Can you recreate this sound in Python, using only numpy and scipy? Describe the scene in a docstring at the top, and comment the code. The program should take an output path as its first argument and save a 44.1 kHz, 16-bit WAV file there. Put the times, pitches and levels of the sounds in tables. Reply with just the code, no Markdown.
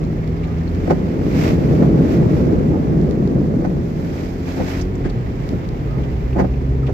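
"""Driving through floodwater, heard inside the car.

Water pounds the floor pan and sheets of spray hit the windscreen, then the car runs out onto wet road.
Tyres rumble and hiss; the engine pulls, is slowed by the water, pulls again and shifts up.
Wiper blades slap over at the ends of their strokes; stray drops and trim tick close by."""
import sys
import numpy as np
from scipy import signal
from scipy.fft import rfft, irfft, next_fast_len
from scipy.io import wavfile

SR = 44100
rng = np.random.default_rng(int(sys.argv[2]) if len(sys.argv) > 2 else 0)


def master(y):
    """Save y as 16-bit WAV."""
    cut = np.clip(np.atleast_2d(y).T, -1, 1)
    pcm = np.round(cut * 32767)  # scale
    wavfile.write(sys.argv[1], SR, pcm.astype(np.int16))


N = 305613
T = np.arange(N) / SR

# Engine run. Each row: time in seconds, firing rate in Hz, load in dB.
ENGINE_RUN = [(0, 78.3, -30), (.5, 82.7, -28), (1, 86.25, -28), (1.5, 89.5, -30), (2, 80, -42.5),
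              (3.8, 83.2, -33.5), (4.95, 92, -26), (5.2, 92.5, -34.5), (5.55, 87.8, -45), (5.95, 68.6, -32),
              (6.2, 64, -35), (6.55, 65.7, -30.5), (6.93, 67, -29)]
# Engine orders. Each row: multiple of the firing rate, level in dB.
ORDER_LEVELS = [(1, -0.5), (1.5, -23.5), (2, 0), (2.5, -13.5), (3, -6.5), (3.5, -10.5), (4, -6.5),
                (4.5, -17), (5, -11), (6, -8.5)]
# How the body passes the orders. Each row: frequency in Hz, gain in dB.
BODY_BOOM = [(66, 9), (78, -1), (84, 2.5), (92, -2), (130, 5.5), (157, 7), (175, -3.5), (200, -10.5),
             (265, 5), (310, -16.5), (370, 1.5), (410, 2.5), (460, -5), (560, -23.5)]
# Tyres. Each row: time in seconds, rumble in dB, wet hiss in dB.
TYRE_LEVELS = [(0, -25, -41.5), (.5, -22, -38.5), (1, -27, -38), (2.2, -23.5, -37.5), (3.6, -26, -44),
               (4.5, -30.5, -41.5), (5, -22, -39), (6.1, -22, -38.5), (6.93, -21.5, -42)]
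# Water on the floor pan, following flood depth. Each row: time in seconds, force in dB.
FLOOD_FORCE = [(0, -23), (.5, -36.5), (.8, -23), (1.35, -16.5), (1.85, -12), (2.55, -14), (2.75, -15.5),
               (3.6, -17.5), (3.85, -21.5), (4.4, -27), (4.8, -29.5), (5.3, -37.5)]
# Heavy slugs of water. Each row: start in seconds, peak in dB.
WATER_SLUGS = [(1.266, -7), (1.825, -9), (1.925, -6), (1.944, -9), (1.99, -7), (2.145, -4), (2.261, -7),
               (2.866, -20), (3.541, -12.5), (3.717, -11.5)]
# Sheets of spray. Each row: peak time in seconds, level in dB, rise and hold in seconds.
SPRAY_SHEETS = [(.86, -44, 0.082, 0.062), (1.421, -29, 0.097, 0.063), (1.648, -41.5, .1, 0.17),
                (2.104, -37.5, 0.09, 0.044), (2.354, -42, 0.14, .06), (4.2, -39, 0.33, 0.044),
                (4.487, -36.5, 0.06, 0.32), (4.667, -37.5, 0.039, 0.11), (5.48, -44.5, .13, 0.034)]
# Trim ticks. 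Each row: start in seconds, left peak in dB.
TRIM_TICKS = [(.041, -29), (.277, -27.5), (.749, -28), (3.015, -29), (3.111, -22.5), (3.276, -26.5),
              (4.813, -21), (5.099, -27), (5.491, -20.5), (5.69, -23.5)]
# Drops and rubber chirps. Each row: time in seconds, level in dB, pitch and width in Hz,
# spread in seconds, left over right in dB.
GLASS_CHIRPS = [(0.233, -44, 2180, 500, 0.0042, -3), (.438, -42, 2280, 610, .006, 3),
                (.441, -51, 3680, 1200, 0.0067, 0), (.45, -48, 1217, 60, 0.052, -4),
                (.68, -50, 4220, 450, 0.0052, 0), (4.817, -43.5, 5300, 1400, 0.0046, 3),
                (4.957, -63.5, 6400, 2840, 0.0033, -15), (5.057, -37, 1580, 1190, 0.012, 4),
                (5.101, -46.5, 4000, 1800, .0041, 10), (5.919, -46.5, 1240, 130, .035, -7),
                (6.038, -45, 2880, 1000, 0.0038, 0), (6.331, -41.5, 2700, 550, .0018, -1),
                (6.54, -44, 2580, 550, 0.0034, 1), (6.831, -40, 1240, 79, 0.0058, -1),
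                (6.872, -42, 2480, 1400, 0.0066, 3.5)]
# Blade flips. Each row: time in seconds, level in dB, spread in seconds, tilt in dB per octave,
# ring and stutter offsets in dB.
BLADE_FLIPS = [(.908, -10, 0.0045, -0.7, -3, 1), (1.832, -17.5, 0.0099, -3, -9, 1),
               (2.742, -27.5, 0.0085, -3.5, 4, 1.5), (3.651, -16, 0.0026, -2, -1.5, 0.5),
               (4.607, -18.5, 0.0085, -3, -7, 2), (5.059, -18.5, 0.0055, -8, -7, -14),
               (5.53, -20, 0.015, -13, -26, 0), (5.98, -26.5, 0.015, -6, -4, -3.5),
               (6.397, -13.5, 0.0083, -0.9, -2, 3), (6.448, -16, 0.0049, -4, -8.5, -15),
               (6.893, -25.5, 0.0092, -0.5, -13, -2)]
# Small slaps around a flip. Each row: delay in seconds, offset in dB, added tilt in dB per octave.
LIP_STUTTER = [(-.03, -7.5, -2), (-.006, -9, 0), (.007, -8, 1.5), (.02, -5.5, -5)]
# Modes of wiper arm and glass. Each row: frequency and width in Hz, relative level in dB.
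ARM_GLASS_MODES = [(185.6, 29, -4), (312, 220, -5.5), (567, 80, -11), (738, 34, -10), (843, 110, -7),
                   (1036, 35, -20.5), (1240, 34, -20), (1510, 70, -24), (1960, 810, -22.5)]
# Source spectra. Each row: frequency in Hz, gain in dB.
RUMBLE_SPECTRUM = [(15, -36), (28, -19.5), (38, -1.5), (55, 0), (90, -7.5), (130, -1), (180, -10.5),
                   (280, -12.5), (430, -14.5), (600, -28), (1000, -35.5), (2000, -56.5), (8000, -100)]
HISS_SPECTRUM = [(200, -3), (500, 8), (800, 5), (1100, 0), (1500, -3.5), (2100, -3), (3000, -12),
                 (4500, -21), (5800, -26.5), (7200, -34.5), (10500, -38), (13000, -29.5), (16000, -37)]
FLOOR_SPECTRUM = [(20, -46), (45, -24), (70, -3), (100, -7), (150, 2.5), (210, -1.5), (320, -2.5),
                  (470, -10.5), (620, -18.5), (820, -29.5), (1100, -32.5), (2000, -46), (3200, -78),
                  (8000, -78.5)]
GLASS_SPECTRUM = [(200, -9), (600, 15.5), (1000, 5), (1500, 2), (2300, -4.5), (3000, -8.5), (4200, -9.5),
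                  (6000, -14.5), (7200, -22), (10000, -24.5), (12500, -14.5), (16000, -32)]
TICK_SPECTRUM = [(500, -10.5), (2000, -2), (4500, 7.5), (6000, 0), (8000, -11), (11000, -12), (16000, -16)]
SLAP_SPECTRUM = [(60, -23), (170, 2.5), (500, 9.5), (900, -6), (1400, -10.5), (2200, -20.5), (3200, -32.5),
                 (6000, -39), (8000, -53), (13000, -46.5), (16000, -53)]
# Sound from all round, and from the windscreen. Each row: frequency in Hz, left-right correlation.
CABIN_CORRELATION = [(40, .97), (130, .86), (330, .83), (480, .55), (660, .05), (870, -.55), (1050, -.62),
                     (1450, -.35), (1680, 0), (1980, .52), (2400, .2), (2900, -.25), (3600, 0)]
SCREEN_CORRELATION = [(100, .9), (450, .65), (800, -.1), (1400, -.1), (2000, .3), (3600, 0)]
# Right microphone port. Each row: frequency in Hz, gain over the left in dB.
RIGHT_PORT_GAIN = [(150, 0.7), (350, -1.5), (800, 2), (2200, 2.17), (3900, 4.5), (5000, 10), (6200, 11),
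                   (7400, 14.5), (8000, 10.5), (8700, -4), (9800, -0.5), (12500, 5.5), (14800, 0)]

TILT_PIVOT_HZ = 500
BURST_PEAK_S = 0.05


def amp(db):
    return 10 ** (np.asarray(db) / 20)


def unit_rms(x):
    return x / np.sqrt(np.mean(x ** 2) + 1e-20)


def curves(rows):
    """One per-sample curve for each column after the time."""
    times_s, *columns = np.transpose(rows)
    return [np.interp(T, times_s, column) for column in columns]


def at_hz(points, hz):
    """Table lookup on a log frequency axis."""
    points_hz, values = np.transpose(points)
    return np.interp(np.log(hz + 1), np.log(points_hz + 1), values)


def add(mix, start_s, sound):
    part = mix[:, max(round(start_s * SR), 0):][:, :sound.shape[1]]
    part += sound[:, :part.shape[1]]


def colour(x, spectrum, tilt_db_oct=0, size=8192):
    """Minimum-phase filter with the given spectrum and tilt."""
    hz = abs(np.fft.fftfreq(size, 1 / SR))
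    octaves = np.log2(np.clip(hz, 150, 3000) / TILT_PIVOT_HZ)
    log_gain = np.log(amp(at_hz(spectrum, hz) + tilt_db_oct * octaves))
    response = np.exp(np.conj(signal.hilbert(log_gain)))
    taps = np.fft.ifft(response).real[:size // 2]
    return signal.oaconvolve(x, taps[None], axes=1)[:, :x.shape[1]]


def ring(x, hz, width_hz):
    """One resonance, unity peak gain."""
    return signal.lfilter(*signal.iirpeak(hz, hz / width_hz, SR), x)


def cabin_noise(count, correlation=CABIN_CORRELATION):
    """Stereo white noise, correlated by frequency."""
    size = next_fast_len(count)
    left, independent = rfft(rng.standard_normal((2, size)))
    shared = at_hz(correlation, np.fft.rfftfreq(size, 1 / SR))
    right = shared * left + np.sqrt(1 - shared ** 2) * independent
    return irfft(np.array([left, right]), size)[:, :count]


def drift(lo_hz, hi_hz):
    """Slow random wander, rms 1."""
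    t = T[::64]
    rates_hz = np.geomspace(lo_hz, hi_hz, 24)
    waves = sum(np.sin(2 * np.pi * (hz * t + rng.random())) / np.sqrt(hz) for hz in rates_hz)
    return np.interp(T, t, unit_rms(waves))


def impacts(per_s, spread_db, decay_s, wash):
    """Random puffs over steady noise; wash is the steady-to-puff power ratio."""
    sizes = amp(spread_db * np.minimum(rng.exponential(1, N), 4))
    hits = sizes * (rng.random(N) < per_s / SR)
    power = signal.lfilter([1], [1, -np.exp(-1 / (decay_s * SR))], hits ** 2)
    return cabin_noise(N) * np.sqrt(power / power.mean() + wash)


def swell(peak_s, rise_s, fall_s, hold_s=0):
    """Exponential rise to 1, hold, exponential fall."""
    rising = (T - peak_s) / rise_s
    falling = (peak_s + hold_s - T) / fall_s
    return np.exp(np.minimum(0, np.minimum(rising, falling)))


def burst(spread_s, size=10000):
    """Noise burst from the windscreen; falls more slowly than it rises."""
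    from_peak = (np.arange(size) / SR - BURST_PEAK_S) / spread_s
    skewed = from_peak * np.where(from_peak < 0, 1.3, .9)
    return cabin_noise(size, SCREEN_CORRELATION) / np.cosh(np.clip(skewed, -40, 40))


def at_level(x, db, spread_s):
    """Scale a burst to the energy of that rms level held for twice its spread."""
    energy = np.mean(np.sum(x ** 2, axis=1))
    return amp(db) * x * np.sqrt(2 * spread_s * SR / energy)


def engine():
    """Slightly unsteady firing orders follow the load and swell as they cross the body's booms."""
    firing_hz, load_db = curves(ENGINE_RUN)
    cycles = np.cumsum(firing_hz * (1 + .002 * drift(2, 15))) / SR
    out, flutter_db = np.zeros(N), .4
    for order, order_db in ORDER_LEVELS:
        boom_db = at_hz(BODY_BOOM, order * firing_hz)
        level_db = load_db + order_db + boom_db + flutter_db * drift(2.5, 15)
        out += amp(level_db) * np.sqrt(2) * np.sin(2 * np.pi * (order * cycles + rng.random()))
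    return out


def tyres():
    """Road rumble through the body; tread hiss on wet asphalt."""
    rumble_db, hiss_db = curves(TYRE_LEVELS)
    rumble = unit_rms(colour(cabin_noise(N), RUMBLE_SPECTRUM))
    tread = impacts(per_s=2000, spread_db=5, decay_s=.0016, wash=2.4)
    hiss = unit_rms(colour(tread, HISS_SPECTRUM))
    return amp(rumble_db) * rumble + amp(hiss_db) * hiss


def flood():
    """Water drums on floor pan and wheel arches, with a few dull, heavy slugs."""
    force_db, = curves(FLOOD_FORCE)
    panel_db, surge_db = -2, .75
    drumming = colour(impacts(per_s=650, spread_db=1.5, decay_s=.0013, wash=.87), FLOOR_SPECTRUM)
    panel = amp(panel_db) * ring(drumming, hz=840, width_hz=45)
    out = amp(force_db + surge_db * drift(1.999, 6.2)) * unit_rms(drumming + panel)
    thud = colour(signal.unit_impulse((1, 3000)), FLOOR_SPECTRUM, tilt_db_oct=-2)
    for start_s, peak_db in WATER_SLUGS:
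        add(out, start_s, amp(peak_db) * thud / abs(thud).max())
    return out


def spray():
    """Fine drops hit the glass as mist and in sheets; stronger sheets add more ringing splatter."""
    flood_db, = curves(FLOOD_FORCE)
    mist_db, mist_db_per_flood_db, fall_per_rise = -41.5, .33, .55
    gust_db, splatter_db, splatter_exponent = .7, -2, .4
    sheet_power = sum((amp(db) * swell(peak_s, rise_s, fall_per_rise * rise_s, hold_s)) ** 2
                      for peak_s, db, rise_s, hold_s in SPRAY_SHEETS)
    mist = amp(mist_db + mist_db_per_flood_db * flood_db)
    force = np.hypot(np.sqrt(sheet_power), mist)
    patter = colour(impacts(per_s=5500, spread_db=1, decay_s=.00023, wash=.6), GLASS_SPECTRUM)
    heavy_drops = colour(impacts(per_s=300, spread_db=2, decay_s=.0036, wash=.22), GLASS_SPECTRUM)
    splatter_gain = amp(splatter_db) * (force / force.max()) ** splatter_exponent
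    splatter = splatter_gain * unit_rms(ring(heavy_drops, hz=2300, width_hz=890))
    return force * amp(gust_db * drift(5.1, 30)) * (unit_rms(patter) + splatter)


def trim_ticks():
    """Trim clicks near the left port, faint and late at the right."""
    out, far_db, lag_samples = np.zeros((2, N)), -16, 24
    click = colour(signal.unit_impulse(400)[None], TICK_SPECTRUM)[0]
    pair = np.array([click, amp(far_db) * np.roll(click, lag_samples)]) / abs(click).max()
    for start_s, peak_db in TRIM_TICKS:
        add(out, start_s, amp(peak_db) * pair)
    return out


def drops_and_chirps():
    """Drops tap and rubber squeaks on the glass; a few faint, high strays land early at random."""
    out = np.zeros((2, N))
    stray_count, until_s, stray_db, slope_db_oct = 9, .63, -56, -16
    lowest_hz, stray_width_hz, stray_spread_s = 3960, 750, .0035
    strays = [(when * until_s, stray_db + slope_db_oct * octaves, lowest_hz * 2 ** octaves,
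               stray_width_hz, stray_spread_s, 0) for when, octaves in rng.random((stray_count, 2))]
    for time_s, db, hz, width_hz, spread_s, pan_db in GLASS_CHIRPS + strays:
        note = ring(ring(burst(spread_s), hz, width_hz), hz, width_hz)
        pan = amp([[pan_db / 2], [-pan_db / 2]])
        add(out, time_s - BURST_PEAK_S, at_level(note, db, spread_s) * pan)
    return out


def rubber_slap(db, spread_s, tilt_db_oct, ring_db):
    """A soft slap rings arm and glass; a harder flip favours the high modes."""
    push = colour(burst(spread_s), SLAP_SPECTRUM, tilt_db_oct)
    sound = at_level(push, db, spread_s)
    for hz, width_hz, mode_db in ARM_GLASS_MODES:
        level_db = db + ring_db + mode_db + tilt_db_oct * np.log2(hz / TILT_PIVOT_HZ)
        mode = ring(ring(push, hz, width_hz), hz, hz / 2)
        sound += at_level(mode, level_db, spread_s)
    return sound


def wipers():
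    """The rubber lip flips at each stroke's end, stuttering as it catches, slips and settles."""
    out = np.zeros((2, N))
    for time_s, db, spread_s, tilt_db_oct, ring_db, stutter_db in BLADE_FLIPS:
        start_s = time_s - BURST_PEAK_S
        add(out, start_s, rubber_slap(db, spread_s, tilt_db_oct, ring_db))
        for delay_s, offset_db, added_db_oct in LIP_STUTTER:
            slip = rubber_slap(db + stutter_db + offset_db, spread_s, tilt_db_oct + added_db_oct, ring_db)
            add(out, start_s + delay_s, slip)
    return out


def whistle():
    """A thin, very high hiss swells and fades on the open road."""
    level_db, hz, width_hz = -71.5, 13200, 900
    hiss = ring(ring(cabin_noise(N), hz, width_hz), hz, width_hz)
    return amp(level_db) * swell(peak_s=6.3, rise_s=1.5, fall_s=.34) * unit_rms(hiss)


def scene():
    return engine() + tyres() + flood() + spray() + wipers() + drops_and_chirps() + trim_ticks() + whistle()


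def record(dry):
    """Treble resonances of the right port, then a low-pass on both channels."""
    cutoff_hz = 15800
    ports = np.vstack([dry[:1], colour(dry[1:], RIGHT_PORT_GAIN)])
    lowpass = signal.firwin(511, cutoff_hz, window=("kaiser", 9), fs=SR)
    return signal.oaconvolve(ports, lowpass[None], "same")


dry = scene()
out = record(dry)
master(out)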